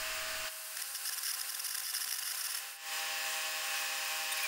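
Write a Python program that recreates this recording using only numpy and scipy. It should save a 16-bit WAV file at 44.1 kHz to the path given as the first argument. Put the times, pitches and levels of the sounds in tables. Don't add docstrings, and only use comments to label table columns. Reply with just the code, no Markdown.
import sys
import numpy as np
from scipy import signal
from scipy.fft import rfft, irfft, next_fast_len
from scipy.io import wavfile
from scipy.ndimage import uniform_filter1d

SR = 44100
rng = np.random.default_rng(int(sys.argv[2]) if len(sys.argv) > 2 else 0)


def store_wav(level_fs):
    pcm = np.round(np.clip(np.atleast_2d(level_fs), -1, 1) * 32767)
    wavfile.write(sys.argv[1], SR, pcm.T.astype(np.int16))


def level_to_linear(level):
    exponent = np.asarray(level, float) / 20
    return 10 ** exponent


N = 197470
T = np.arange(N) / SR

# pitch_hz, level_db
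WIND_COLOUR = [(5, 8.5), (25, 8.5), (60, -1.5), (90, 1), (130, -19), (300, -9), (600, -46)]
# pitch_hz, level_db
BREEZE_COLOUR = [(60, -21), (150, -16), (300, -8), (600, 4), (1000, -1), (1800, -3.5), (3500, -39),
                 (8000, -37)]
# peak_s, level_db
PUFFS = [
    (2.26, -79),
    (2.95, -71),
    (3.41, -67),
    (3.52, -64),
    (3.63, -63),
    (3.8, -57),
    (3.95, -68),
    (4.42, -70),
]
# multiple of firing rate, level_db
IDLE_TONES = [(1, -67), (6, -71), (8, -72), (9, -52), (11, -66), (12, -62), (14, -67), (15, -61), (16, -62),
              (17, -58), (18, -60), (20, -66), (21, -58), (22, -60), (25, -60), (27, -60), (31, -65),
              (32, -60), (36, -63), (38, -61), (39, -64), (40, -63), (44, -65), (46, -67), (60, -65),
              (66, -66), (72, -64), (74, -65), (119, -66), (120, -67)]
# multiple of firing rate, level_db
LOADED_TONES = [(3, -86), (5, -81), (6, -70), (9, -61.5), (15, -67)]
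# multiple of firing rate, level_db
RUNNING_TONES = [(3, -74), (5, -82), (6, -63), (7, -67), (8, -72), (9, -52.5), (12, -55), (14, -62),
                 (15, -65), (17, -64), (18, -59), (21, -58), (34, -63), (41, -66), (45, -65), (46, -64),
                 (47, -65), (51, -65), (54, -61), (55, -64), (56, -58), (57, -56), (59, -62), (62, -67),
                 (64, -64), (73, -64), (96, -67), (98, -67), (99, -61)]
# pitch_hz, level_db (per Hz)
WELDER_ROAR = [(88, -41), (150, -26), (354, -23.5), (430, -14), (512, -19), (634, -12.5), (713, -8.5),
               (1090, -9.5), (1820, -2), (2960, -2.5), (3320, -5.5), (5100, 0), (5520, -4.5), (9340, -8.5),
               (15800, -12)]
# pitch_hz, level_db (per Hz)
AIR_COLOUR = [(300, -48), (600, -14.5), (1000, -15.5), (1500, -7.5), (2200, -9.5), (3400, -10), (5000, -1),
              (7000, -7), (8500, -3), (9900, -1.5), (12000, -2), (15800, -11)]
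# pitch_hz, width_hz, level_db
HOUSING = [(1090, 155, 6.5), (1557, 530, 6.5), (2270, 140, -4.5), (2716, 870, 6), (5450, 320, -1.5),
           (7350, 1500, 3), (8100, 200, -3), (9100, 810, 3.5), (13830, 530, 6.5), (15670, 440, 13)]
# start_s, length_ms, level_db
SPITS = [(.77, 3.2, -32), (.818, 7.1, -31.5), (.947, 15.5, -37.5), (.967, 6.6, -38), (1.089, 8, -34),
         (1.177, 16.7, -35.5), (1.231, 10, -35), (1.336, 17, -36.5), (1.389, 11.6, -38), (1.409, 9, -36),
         (1.49, 16.4, -36.5), (1.545, 8.6, -34.5), (1.596, 9.3, -33), (1.683, 11.8, -34.5),
         (1.704, 10.7, -36.5), (1.745, 11.3, -34), (1.779, 5.8, -34.5), (1.796, 9.5, -35),
         (1.939, 14.3, -35.5), (1.972, 12.3, -36), (2.072, 7.4, -35.5), (2.109, 8.2, -34.5),
         (2.124, 5.2, -30), (2.136, 13, -37), (2.186, 11.4, -35), (2.225, 10.9, -35), (2.347, 11.5, -37),
         (2.375, 10, -38.5), (2.546, 10.8, -34.5), (2.582, 9.3, -39)]
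# start_s, length_ms, level_db
BURNS = [(1.053, 31.5, -37.5), (1.125, 22, -39.5), (1.247, 72, -38.5), (1.522, 11.4, -41.5),
         (1.644, 26, -38), (1.717, 16.3, -42), (1.834, 51.5, -40.5), (1.888, 30.4, -41), (1.954, 20, -40),
         (2.006, 28.7, -38.5), (2.042, 6.7, -34.5), (2.086, 13.3, -39), (2.154, 19.9, -42),
         (2.246, 77, -38.5), (2.386, 41, -40.5), (2.439, 33, -38), (2.49, 42, -41.5), (2.566, 13.8, -39.5)]
# pitch_hz, width_hz, level_db
FRAME = [(1343, 75, -1), (1790, 600, -1.5), (2906, 310, -0.5), (3497, 146, -1), (5190, 790, 4),
         (5766, 390, 2), (6470, 170, 0), (7300, 660, -6.5), (9570, 1050, 2), (10920, 770, -0.5),
         (11520, 430, 0), (12400, 400, -5.5), (13230, 650, -2), (15200, 850, -3)]
# multiple of rotor rate, level_db
ROTOR_TONES = [(2, -78), (3, -69), (4, -59), (5, -59), (6, -60), (7, -57), (8, -63), (9, -62), (11, -51),
               (12, -54), (13, -58), (14, -63), (15, -56), (16, -50.5), (17, -53), (18, -58), (19, -54),
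               (20, -61), (21, -60), (23, -61), (24, -60), (28, -59), (31, -62), (32, -60), (33, -60),
               (35, -58), (36, -62), (41, -63), (46, -61), (47, -62)]
# time_s, rate_hz
ROTOR_RATE = [
    (0, 158.5),
    (3.12, 158.6),
    (3.6, 157.96),
    (3.92, 158.28),
    (4.1, 157.85),
    (4.48, 157.95),
]
# pitch_hz, level_db (per Hz)
MACHINES_ROAR = [(88, -67), (150, -46), (254, -29), (405, -26), (622, -16.5), (727, -12.5), (801, -20),
                 (866, -12), (1070, -10), (1360, -11), (1710, -6), (2580, -3), (3460, -6), (4910, -3.5),
                 (15800, -12)]
# start_s, length_ms, slip_rate_hz, high_ring_hz, high_ring_db
SQUEAKS = [
    (4.314, 25, 925, 9420, -38.5),
    (4.371, 13, 854, 11200, -42.5),
    (4.383, 22, 758, 11200, -65),
    (4.422, 47.7, 799, 10570, -43),
]
# pitch_hz, level_db
WIDTH = [(60, -30), (300, -25), (600, -28.5), (1000, -29), (3000, -29), (8000, -27), (10500, -24),
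         (12000, -19), (15800, -19)]

CUT_S, FADE_OUT_S, FADE_IN_S = 0.493, (2.703, 2.83), (2.749, 2.955)
IDLE_HZ, RUNNING_HZ = 70.77, 88.95
REV_S, ARC_OFF_S = (0.755, 0.825), 2.6


def curves(table):
    s, *columns = np.transpose(table)
    return [np.interp(T, s, c) for c in columns]


def ramp(start, end):
    return np.clip((T - start) / (end - start), 0, 1)


def unit(x):
    return x / np.sqrt(np.mean(x ** 2))


def smooth(x, seconds):
    keep = np.exp(-1 / (seconds * SR))
    return signal.lfilter([1 - keep], [1, -keep], x)


def shape(x, gain):
    size = next_fast_len(N, True)
    hz = np.arange(size // 2 + 1) * SR / size + 1e-3
    return irfft(rfft(x, size) * gain(hz), size)[:N]


def slope(points):
    hz, db = np.transpose(points)
    return lambda f: level_to_linear(np.interp(np.log(f), np.log(hz), db))


def bump(f, centre, width):
    return 1 / (1 + (2 * (f - centre) / width) ** 2)


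def walk(rate):
    hold = int(SR / rate)
    steps = np.repeat(rng.standard_normal(N // hold + 1), hold)
    return unit(uniform_filter1d(uniform_filter1d(steps, hold), hold)[:N])


def hiss(points, flicker_db, rate):
    def colour(f):
        return slope(points)(f) * level_to_linear(sum(db * bump(f, hz, w) for hz, w, db in HOUSING))

    noise = shape(rng.standard_normal(N), colour)
    out, shared = 0, walk(rate)
    for octave in range(8):
        band = shape(noise, lambda f: np.cos(np.pi / 2 * np.clip(np.log2(f / 125) - octave, -1, 1)) ** 2)
        out = out + band * level_to_linear(flicker_db * (0.79 * shared + 0.43 * walk(rate)))
    return unit(out)


def tones(table, hz, wobble_db, live):
    out = np.zeros(N)
    turn = 2 * np.pi * np.cumsum(hz[live]) / SR
    knots = np.arange(0, N / SR + 1, 0.11)
    for k, db in table:
        swell = np.interp(T[live], knots, level_to_linear(db + wobble_db * rng.standard_normal(len(knots))))
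        out[live] += np.sqrt(2) * swell * np.sin(k * turn + 2 * np.pi * rng.random())
    return out


def clatter(x, firing_hz, repeat):
    def comb(f):
        echo = np.exp(2j * np.pi * f * 3 / firing_hz)
        return 1 / np.abs(1 - repeat * bump(f, 0, 5000) * echo)

    return unit(shape(x, comb))


def wind():
    gusts = [unit(shape(rng.standard_normal(N) * level_to_linear(1.5 * walk(14)), slope(WIND_COLOUR))) for _ in range(2)]
    first_scene = np.clip((0.458 - T) / 0.0043, 0, 1)
    breeze = unit(shape(rng.standard_normal(N), slope(BREEZE_COLOUR))) * level_to_linear(1.5 * walk(17))
    puffs = sum(level_to_linear(db - 320 * np.abs(T - s)) for s, db in PUFFS)
    breeze = breeze * (level_to_linear(-88) + level_to_linear(-67) * (T < CUT_S) + puffs)
    rattle = level_to_linear(-65) * first_scene * np.sin(2 * np.pi * 300 * T)
    port_level = level_to_linear(np.array([[-57.], [-50.]]))
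    return np.array(gusts) * first_scene * port_level + (breeze + rattle) * np.array([[1], [-1]])


def yard_rumble():
    level = level_to_linear(-106 + 8.2 * walk(13))
    return level * unit(shape(rng.standard_normal(N), lambda f: 1 / (1 + (f / 120) ** 4)))


def welder_levels(burning):
    cut = ramp(CUT_S - 0.01, CUT_S + 0.0048)
    rev = ramp(*REV_S)
    fade = ramp(*FADE_OUT_S[::-1])

    def stage(close_db, far_db, speed_db):
        return close_db + cut * (far_db - close_db) + rev * (speed_db - far_db)

    load = smooth(burning, 0.11)
    surge_db = 9 * bump(T, 0.8, 0.034)
    tone = fade * level_to_linear(stage(0.5, -11, -1.5) + 0.53 * surge_db + 2.4 * load)
    roar = fade * level_to_linear(stage(-39, -51, -52) + surge_db + 13.5 * load)
    build_db = -3 * ramp(CUT_S + 0.4, CUT_S + 0.095)
    lifted_db = -6 * ramp(ARC_OFF_S - 0.02, ARC_OFF_S + 0.026)
    valve = 0.29 * fade + 0.69 * ramp(2.7727, 2.767)
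    air = valve * cut * level_to_linear(-42 + build_db + lifted_db)
    return tone, roar, air


def welder(strength):
    burning = 1. * (strength > level_to_linear(-46))
    tone, roar, air = welder_levels(burning)
    governor_hz = 1.0 * ramp(ARC_OFF_S + 0.1, ARC_OFF_S - 0.05)
    free_hz = IDLE_HZ + ramp(*REV_S) * (RUNNING_HZ - IDLE_HZ + governor_hz)
    hz = free_hz * (1 - 0.085 * smooth(burning, 0.026))
    up = np.clip((free_hz - 71) / 3, 0, 1)
    hum = (1 - up) * tones(IDLE_TONES[1:], hz, 1.2, T < 0.8) + up * tones(LOADED_TONES, hz, 1.2, T < 2.9)
    panel = level_to_linear(-55) * bump(12 * hz, 1035, 50) ** 0.8
    hum = hum + up * panel * tones([(12, 0)], hz, 1, T < 2.9)
    duck = smooth(burning, 0.008)
    rattle = clatter(hiss(WELDER_ROAR, 0.3, 17), IDLE_HZ, 0.58)
    engine = tone * hum * level_to_linear(2.2 * duck) + roar * rattle
    return engine * level_to_linear(-14 * duck) + air * level_to_linear(-2.9 * duck) * hiss(AIR_COLOUR, 0.45, 25.52)


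def current():
    out, bursts = np.zeros(N), list(SPITS)
    for s, ms, db in BURNS:
        parts = max(1, round(ms / 21))
        bursts += [(s + k * ms / parts / 1000, ms / parts, db) for k in range(parts)]
    for s, ms, db in bursts:
        live = slice(int((s - 0.003) * SR), int((s + ms / 1000) * SR))
        age = T[live] - T[live][0]
        growth_db = 1.0 - 3.38 * (1.5 - age / age[-1]) * min(1, 0.0125 / age[-1])
        swell_in = np.clip(age / 0.0045, 0, 1)
        out[live] = np.maximum(out[live], level_to_linear(db + growth_db) * swell_in)
    return uniform_filter1d(out, size=20)


def arc(strength):
    def drop_ring(f):
        rings = bump(f, 1500, 900) + 0.44 * bump(f, 3240, 600)
        rings = rings + 0.59 * bump(f, 5100, 1500) + 0.4 * bump(f, 10500, 4000)
        return level_to_linear(-9.5) * rings / (1 + (1000 / f) ** 6)

    def open_air(f):
        return level_to_linear(-15.5) * bump(f, 8000, 16000) / (1 + (1200 / f) ** 6) + level_to_linear(-33) * (f < 400)

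    drive = strength + np.sqrt(smooth(strength ** 2, 0.025)) * level_to_linear(-22)
    drive = drive * level_to_linear(2.3 * walk(350))
    drops = (rng.random(N) < 160 / SR) * rng.standard_normal(N) * 25
    out = shape(drops * strength, drop_ring)
    out = out + shape(rng.standard_normal(N) * drive, open_air)
    for hz, width, db in FRAME:
        spit = rng.standard_normal(N) * level_to_linear(1.3 * walk(90))
        out = out + shape(spit * drive, lambda f: level_to_linear(db) * bump(f, hz, width) / (1 + (900 / f) ** 6))
    rounded = 0.069 * np.tanh(out * level_to_linear(9.0) / 0.09)
    return shape(rounded, lambda f: level_to_linear(-8.5) + (1 - level_to_linear(-7.5)) / (1 + (420 / f) ** 4))


def compressor():
    near, before = ramp(*FADE_IN_S), ramp(*FADE_OUT_S[::-1])
    rotor = near * level_to_linear(0.4) + before * level_to_linear(-11) * ramp(2.15, 2.34)
    roar = near * level_to_linear(-39) + level_to_linear(-47) * ramp(2.45, 2.53) * ramp(2.77, 2.53)
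    live = T > 2.1
    welder_hz = RUNNING_HZ * (1 + 0.0006 * walk(5))
    hum = near * level_to_linear(0.1) * tones(RUNNING_TONES, welder_hz, 1.3, live)
    rotor_hz = curves(ROTOR_RATE)[0] * (1 + 0.0004 * walk(12))
    whine = rotor * tones(ROTOR_TONES, rotor_hz, 1.6, live)
    return hum + whine + roar * clatter(hiss(MACHINES_ROAR, 1.0, 9.2), RUNNING_HZ, 0.42)


def squeaks():
    out = np.zeros(N)
    for s, ms, hz, high_hz, high_db in SQUEAKS:
        age = np.clip((T - s) / (ms / 1000), 0, 1)
        live = (age > 0) & (age < 1)
        age = age[live]
        bend = 0.084 * (0.4 - age ** 1.48) if hz < 830 else -0.04 * (1 - age) ** 3
        turn = 2 * np.pi * np.cumsum(hz * (1 + bend)) / SR
        body = np.sin(np.pi * age) ** 0.67
        early = np.sin(np.pi * np.clip(age * max(1, ms / 24), 0, 1))
        for k in range(2, 19):
            low = level_to_linear(-46.5 + 0.2161 * ms) * (bump(k * hz, 2360, 700) + 1.2 * bump(k * hz, 3690, 150))
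            high = level_to_linear(high_db) * (bump(k * hz, high_hz, 700) + 0.37 * bump(k * hz, 14200, 1500) + 0.16)
            level = low * body + high * (k > 8) * early
            out[live] += np.sqrt(2) * level * np.sin(k * turn + k * k)
    return out


def scene():
    strength = current()
    mid = yard_rumble() + welder(strength) + arc(strength) + compressor() + squeaks()
    scatter = rng.standard_normal(600) / np.sqrt(600)
    side = shape(signal.fftconvolve(mid, scatter)[:N], slope(WIDTH))
    side = side * level_to_linear(2.8 * (T < 0.49))
    return mid + np.array([side, -side]) + wind()


def roll_off(x):
    return signal.sosfilt(signal.butter(12, 16500, fs=SR, output="sos"), x)


def record(dry):
    top_cut = signal.ellip(10, 0.1, 45, 15640, fs=SR, output="sos")
    mix = signal.sosfiltfilt(top_cut, dry)
    return roll_off(mix)


dry = scene()
out = record(dry)
store_wav(out)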